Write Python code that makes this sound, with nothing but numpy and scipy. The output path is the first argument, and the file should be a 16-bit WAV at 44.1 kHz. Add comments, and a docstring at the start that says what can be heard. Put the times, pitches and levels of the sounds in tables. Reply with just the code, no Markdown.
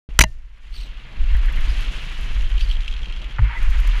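"""A mountain bike runs fast down a dirt trail, heard from a camera on the rider's helmet.
Wind buffets the camera housing and the tyres rush over the dirt throughout. At once the helmet is jolted
and hard knocks hit the housing. Oil squishes in the dampers, then the tyres slap over bumps and the chain
ticks. From about 2.6 s the chain rattles and the freewheel clicks through a jump. At 3.4 s the bike lands
with a thud and a scuff, and rides on."""
import sys
import numpy as np
from scipy import signal
from scipy.fft import rfft, irfft
from scipy.io import wavfile
from scipy.ndimage import uniform_filter1d

SR = 44100
rng = np.random.default_rng(int(sys.argv[2]) if len(sys.argv) > 2 else 0)


def pcm_store(signal):
    """Save signal as 16-bit PCM."""
    levels = np.round(np.clip(np.atleast_2d(signal), -1, 1) * 32767)
    wavfile.write(sys.argv[1], SR, levels.astype(np.int16).T)


N = 176400
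T = np.arange(N) / SR


def from_db(db):
    """Turn decibels into a gain."""
    return 10 ** (np.asarray(db) / 20)


def rms_one(x):
    """Scale a signal so its average strength (rms) is 1."""
    return x / np.sqrt(np.mean(x ** 2) + 1e-20)


def levels(rows):
    """Turn rows of time_s, level_db, ... into one gain curve per level column."""
    times, *columns = np.transpose(rows)
    return [from_db(np.interp(T, times, column)) for column in columns]


def butter(x, hz, kind, order):
    """Keep the "low" or the "high" side of a frequency."""
    return signal.sosfilt(signal.butter(order, hz, kind, fs=SR, output="sos"), x + 1e-18)


def drift(rate_hz):
    """A smooth random wander, about 1 in size."""
    step = 40   # samples between points
    r = np.exp(-2 * np.pi * rate_hz * step / SR)
    slow = signal.lfilter([1], [1, -2 * r, r * r], rng.standard_normal(N // step + 2002))[2000:]
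    return np.interp(np.arange(N) / step, np.arange(len(slow)), rms_one(slow))


def coloured(x, spectrum):
    """Shape a sound by rows of pitch_hz, level_db; past the ends it loses 30 dB per octave."""
    hz, db = np.transpose(spectrum)
    octave, known = np.log2(np.arange(N // 2 + 1) * SR / N + 1e-3), np.log2(hz)
    outside = np.abs(octave - np.clip(octave, known[0], known[-1]))
    gain = from_db(np.interp(octave, known, db) - 30 * outside)
    return rms_one(irfft(rfft(x) * gain, N))


def noise(spectrum, flutter_db, rate_hz):
    """Shaped noise whose level flutters."""
    return rms_one(coloured(rng.standard_normal(N), spectrum) * from_db(flutter_db * drift(rate_hz)))


def resonate(x, modes):
    """Pass a sound through side-by-side resonances: pitch_hz, width_hz, level_db."""
    out, power = 0, 0
    for k, (hz, width, db) in enumerate(modes):
        r = np.exp(-np.pi * width / SR)
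        feedback = [1, -2 * r * np.cos(2 * np.pi * hz / SR), r * r]
        band = signal.lfilter(np.array([1, 0, -1]) * (1 - r * r) / 2, feedback, x + 1e-18)
        out = out + (-1) ** k * from_db(db) * band
        power += from_db(db) ** 2 * np.pi * width / SR
    return out / np.sqrt(power)


def ring(times, dbs, hz, fade_s):
    """A tone struck at the given times and levels; it dies away by 60 dB in fade_s."""
    clicks = np.zeros(N)
    clicks[(np.asarray(times) * SR).astype(int)] = from_db(dbs)
    r, w = from_db(-60 / (fade_s * SR)), 2 * np.pi * hz / SR
    return signal.lfilter([0, np.sin(w)], [1, -2 * r * np.cos(w), r * r], clicks + 1e-18)


def contacts(rows):
    """A gain that jumps up, holds and dies away for each row: start_s, level_db, hold_s, decay_s."""
    out, age = np.zeros(N + SR), T[:SR // 8]
    for start, db, hold, decay in rows:
        i = int(start * SR)
        out[i:i + len(age)] += from_db(db) * np.exp(-np.maximum(age - hold, 0) / decay)
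    return out[:N]


def strikes(rows, click_db=-1):
    """Each contact is one firm click followed by random chatter."""
    out = rng.choice([-1, 1], N) * contacts(rows)
    for start, db, hold, decay in rows:
        out[int(start * SR)] += from_db(db + click_db) * np.sqrt((hold + decay / 2) * SR)
    return out


def swell(start_s, length_s):
    """A rounded rise and fall."""
    progress = np.clip((T - start_s) / length_s, 0, 1)
    return np.sqrt(np.maximum(np.sin(np.pi * progress), 0))


def rough_tone(phase, spread_hz):
    """A tone smeared into a narrow band of noise."""
    a, b = butter(rng.standard_normal((2, N)), spread_hz, "low", order=2)
    return rms_one(a * np.cos(phase) + b * np.sin(phase))


def wind():
    """Wind beats on the housing in low lumps, with a softer rush of air above."""
    # how the buffeting and the air rise and fall: time_s, level_db
    buffet_curve = [(.09,-25),(.5,-33.5),(.59,-42.5),(.68,-30),(.81,-26.5),(1.13,-38),(1.21,-12.5),(1.75,-16),(2.05,-27.5),(2.45,-14.5),(2.76,-16.5),(2.85,-21),(3.56,-29.5),(3.63,-11.5),(4,-14.5)]
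    air_curve = [(.2,-55.5),(.5,-70.5),(.8,-58),(1.7,-46.5),(2.9,-53),(3.8,-50.5)]
    # their tone colours: pitch_hz, level_db
    buffet_spectrum = [(16,5),(26,3.5),(46,3),(58,-10.5),(70,-25.5),(105,-27.5),(150,-50)]
    air_spectrum = [(85,0),(112,6.5),(200,-3.5),(450,-11),(700,-12.5),(1200,-18.5)]
    lumps = noise(buffet_spectrum, flutter_db=3.5, rate_hz=7.6)
    lumps /= np.sqrt(uniform_filter1d(lumps ** 2, size=4000))   # even out the slow swings
    air = from_db(5) * noise(air_spectrum, flutter_db=2.5, rate_hz=25)
    return levels(buffet_curve)[0] * lumps + levels(air_curve)[0] * air


def tyres(grains_per_s=910):
    """The tread roars, rushes and hisses on the dirt, and sprays of grit crackle in the hiss."""
    # how the three sounds rise and fall: time_s, roar_db, rush_db, hiss_db
    curves = [(.18,-57.5,-57,-67.5),(.3,-67.5,-67.5,-64.5),(.47,-65.5,-67.5,-76.5),(.8,-55.5,-51,-65),(1.08,-52.5,-51,-67.5),(1.3,-47.5,-44.5,-60.5),(1.58,-43,-43.5,-57.5),(1.77,-43,-38,-52),(2.4,-46.5,-44,-56.5),(2.95,-50,-48,-62.5),(3.38,-48,-47.5,-66.5),(3.53,-39,-48,-65),(3.59,-41,-45.5,-55),(4,-41,-39.5,-53)]
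    # their tone colours: pitch_hz, level_db
    roar_spectrum = [(500,-19.5),(750,-13),(950,-6.5),(1500,-3),(2300,-1),(3000,-11)]
    rush_spectrum = [(1500,-22.5),(2100,-9.5),(2700,2.5),(3250,0.5),(3550,-5),(4300,-9),(5500,-23)]
    hiss_spectrum = [(3800,.5),(6900,-1),(7800,-8.5),(10500,-9.5),(15500,-26)]
    hits = rng.random(N) < grains_per_s * from_db(7 * drift(25)) / SR
    grains = hits * rng.choice([-1, 1], N) * from_db(2.5 * np.minimum(rng.exponential(1, N), 5))
    grit = from_db(-2) * coloured(grains, hiss_spectrum)
    roar = from_db(3) * noise(roar_spectrum, flutter_db=1.44, rate_hz=31)
    rush = noise(rush_spectrum, flutter_db=1.6, rate_hz=41)
    hiss = from_db(-0.5) * noise(hiss_spectrum, flutter_db=2, rate_hz=40)
    roar_gain, rush_gain, hiss_gain = levels(curves)
    return roar_gain * roar + rush_gain * rush + hiss_gain * (hiss + grit)


def jolts():
    """Bumps set the helmet's shell swaying and booming."""
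    # bumps: start_s, sway_db, boom_db
    bumps = [(0.1896,-2,-12.5),(1.349,-6.5,-40),(3.391,-36.5,-9),(3.42,-2,-38.5)]
    starts, sway_db, boom_db = np.transpose(bumps)
    sway = ring(starts, sway_db, hz=50.7, fade_s=0.23)
    boom = ring(starts, boom_db, hz=107, fade_s=0.24)
    return -butter(sway + boom, 120, "low", order=2)


def knocks(decay_s=0.0012):
    """Each knock strikes the housing, chatters for a few milliseconds and leaves it ringing."""
    # hard knocks: start_s, hold_s, low_db, high_db, crack_db, ring_db
    hits = [(0.1906,0.0031,-5,-9.5,-5,-2.5),(0.2068,0.0011,-16.5,-15,-19,-17.5),(0.2095,0.0065,-12.5,-17.5,-12,-12),(0.2201,.0045,-24.5,-16,-31,-20.5),(.238,0.0018,-11,-21.5,-28,-4)]
    # the housing's resonances: pitch_hz, width_hz, level_db
    low_modes = [(255,90,-2.5),(627,120,-9),(913,130,-1),(1500,300,-1.5),(1990,130,2),(2360,230,2),(2963,270,1.5)]
    high_modes = [(3950,130,-1.5),(4870,160,-3),(5730,220,0),(6020,280,3),(6800,450,-2.5),(9350,320,-5.5)]
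    # its lingering tones: pitch_hz, level_db, fade_s
    tones = [(177,-13.5,.06),(632,-18.5,0.069),(1810,-30,.16),(2060,-33,0.086),(2770,-28,0.083),(4070,-34.5,.065)]
    starts, holds, low_db, high_db, crack_db, ring_db = np.transpose(hits)
    def chatter(dbs):
        return strikes([(start, db, hold, decay_s) for start, db, hold in zip(starts, dbs, holds)])
    body = resonate(chatter(low_db), low_modes) + resonate(chatter(high_db), high_modes)
    crack = butter(chatter(crack_db), 9700, "low", order=1)
    tail = sum(ring(starts, ring_db + db, hz, fade_s) for hz, db, fade_s in tones)
    return body + crack + tail


def slip(start_s=.2095, length_s=.008):
    """One knock slips along the housing with a rising squawk."""
    pitch_hz = np.interp(T, [start_s, start_s + length_s], [1600, 2980])
    return from_db(-6.5) * swell(start_s, length_s) * np.sin(2 * np.pi * np.cumsum(pitch_hz) / SR)


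def dampers(swing=0.061, period_s=0.068, sag_per_s=0.4, spread_hz=170):
    """Oil squeezes through the pumping dampers: a broken rasp and a whistle that wavers and sinks."""
    # squishes: start_s, length_s, pitch_hz (before swing and sag), level_db
    squishes = [(0.719,0.16,4320,-48.5),(1.671,0.053,4700,-48.5),(2.599,0.053,4600,-44),(2.665,0.084,4250,-46.5)]
    # the whistle's first three harmonics: level_db
    harmonics = [0.5,-13.5,-24.5]
    # the rasp's tone colour: pitch_hz, level_db
    rasp_spectrum = [(3000,12),(6200,0.5),(7300,-20),(15000,-11.5)]
    gain, hz = np.zeros(N), np.zeros(N)
    for start, length, pitch_hz, db in squishes:
        age = T - start
        gain += from_db(db) * swell(start, length)
        bend = 1 - swing * np.cos(2 * np.pi * age / period_s) - sag_per_s * np.minimum(age, length)
        hz = np.where(age >= 0, pitch_hz * bend, hz)
    phase = 2 * np.pi * np.cumsum(hz) / SR
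    whistle = sum(from_db(db) * rough_tone(k * phase, k * spread_hz) for k, db in enumerate(harmonics, 1))
    flicker = rms_one(from_db(3 * drift(150)))
    rasp = from_db(-1.5) * coloured(rng.standard_normal(N), rasp_spectrum)
    return gain * flicker * (whistle + rasp)


def scuffs():
    """The tread scuffs over bumps and buzzes as it bites after the landing."""
    # scrapes of the tread: start_s, length_s, pitch_hz, width_hz, level_db
    scrapes = [(1.341,0.027,1880,300,-36.5),(1.442,0.018,1850,700,-38.5),(1.48,0.021,1750,500,-34.5),(1.565,0.028,1850,600,-39),(3.492,0.084,930,60,-38.5),(3.548,0.039,1990,111,-30.5)]
    return sum(from_db(db) * swell(start, length) * rough_tone(2 * np.pi * hz * T, width / 2)
               for start, length, hz, width, db in scrapes)


def thuds(decay_s=0.0046):
    """The tyres hit the ground with hollow slaps."""
    # hits on the ground: start_s, level_db
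    hits = [(1.348,-33),(3.3842,-23.5),(3.3899,-23),(3.758,-34.5)]
    # the tyre's hollow resonances: pitch_hz, width_hz, level_db
    modes = [(915,270,-1),(1510,250,-1),(2000,330,-5.5)]
    slaps = strikes([(start, db, 0, decay_s) for start, db in hits])
    return butter(resonate(slaps, modes), 3000, "low", order=4)


def chain_ticks(decay_s=0.0031, gain_db=-3.5):
    """The chain ticks in tiny, bright bursts of noise."""
    # ticks: start_s, level_db
    ticks = [(1.368,-43.5),(1.459,-39),(1.5245,-40.5),(1.56,-42),(1.6069,-43),(1.8069,-40),(2.21,-42),(3.629,-39.5),(3.702,-40),(3.8017,-35.5),(3.874,-35)]
    # their resonances: pitch_hz, width_hz, level_db
    modes = [(5860,1300,-1.4),(10000,570,1),(12400,810,0.025)]
    bursts = contacts([(start, db + gain_db, 0, decay_s) for start, db in ticks])
    return resonate(bursts * rng.standard_normal(N), modes)


def drivetrain(clicks_per_s=75.54, loudest_s=2.85, hub_hz=3180, decay_s=0.0029):
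    """In the air the chain rattles and the freewheel clicks beneath it; both make the hub ring."""
    # rattles: start_s, level_db
    rattles = [(2.5778,-31),(2.6112,-27),(2.7125,-29),(2.8791,-23),(3.124,-37),(3.1714,-36),(3.2213,-32.5)]
    # their resonances: pitch_hz, width_hz, level_db
    modes = [(2670,356,3.5),(3240,193,7.5),(3790,360,-3.5),(6050,2160,-16.5)]
    freewheel_s = np.arange(0, N / SR, 1 / clicks_per_s)
    arch_db = -34 - 4 * ((freewheel_s - loudest_s) / 0.33) ** 2   # fades in, then out
    freewheel_db = arch_db + rng.normal(0, 4.3, len(freewheel_s))
    clicks = [*rattles, *zip(freewheel_s, freewheel_db)]
    bursts = contacts([(start, db - 0.5, 0, decay_s) for start, db in clicks])
    rattle = resonate(bursts * rng.standard_normal(N), modes)
    hub = ring(*np.transpose(clicks), hub_hz, fade_s=0.016)
    return rattle + butter(hub, hub_hz / 2, "high", order=2)


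def scene():
    """All the sounds meet at one microphone."""
    mix = wind() + tyres() + jolts() + knocks() + slip() + dampers()
    return (mix + scuffs() + thuds() + chain_ticks() + drivetrain())[None]


def record(dry, start_s=.089, top_hz=15400):
    """The sound cuts in, the knocks overload, and the treble ends steeply."""
    fade_in = np.clip((T - start_s) * 1000, 0, 1)
    clipped = np.clip(dry * fade_in, -1, 1)
    return signal.sosfilt(signal.ellip(10, .2, 70, top_hz, fs=SR, output="sos"), clipped)


dry = scene()
out = record(dry)
pcm_store(out)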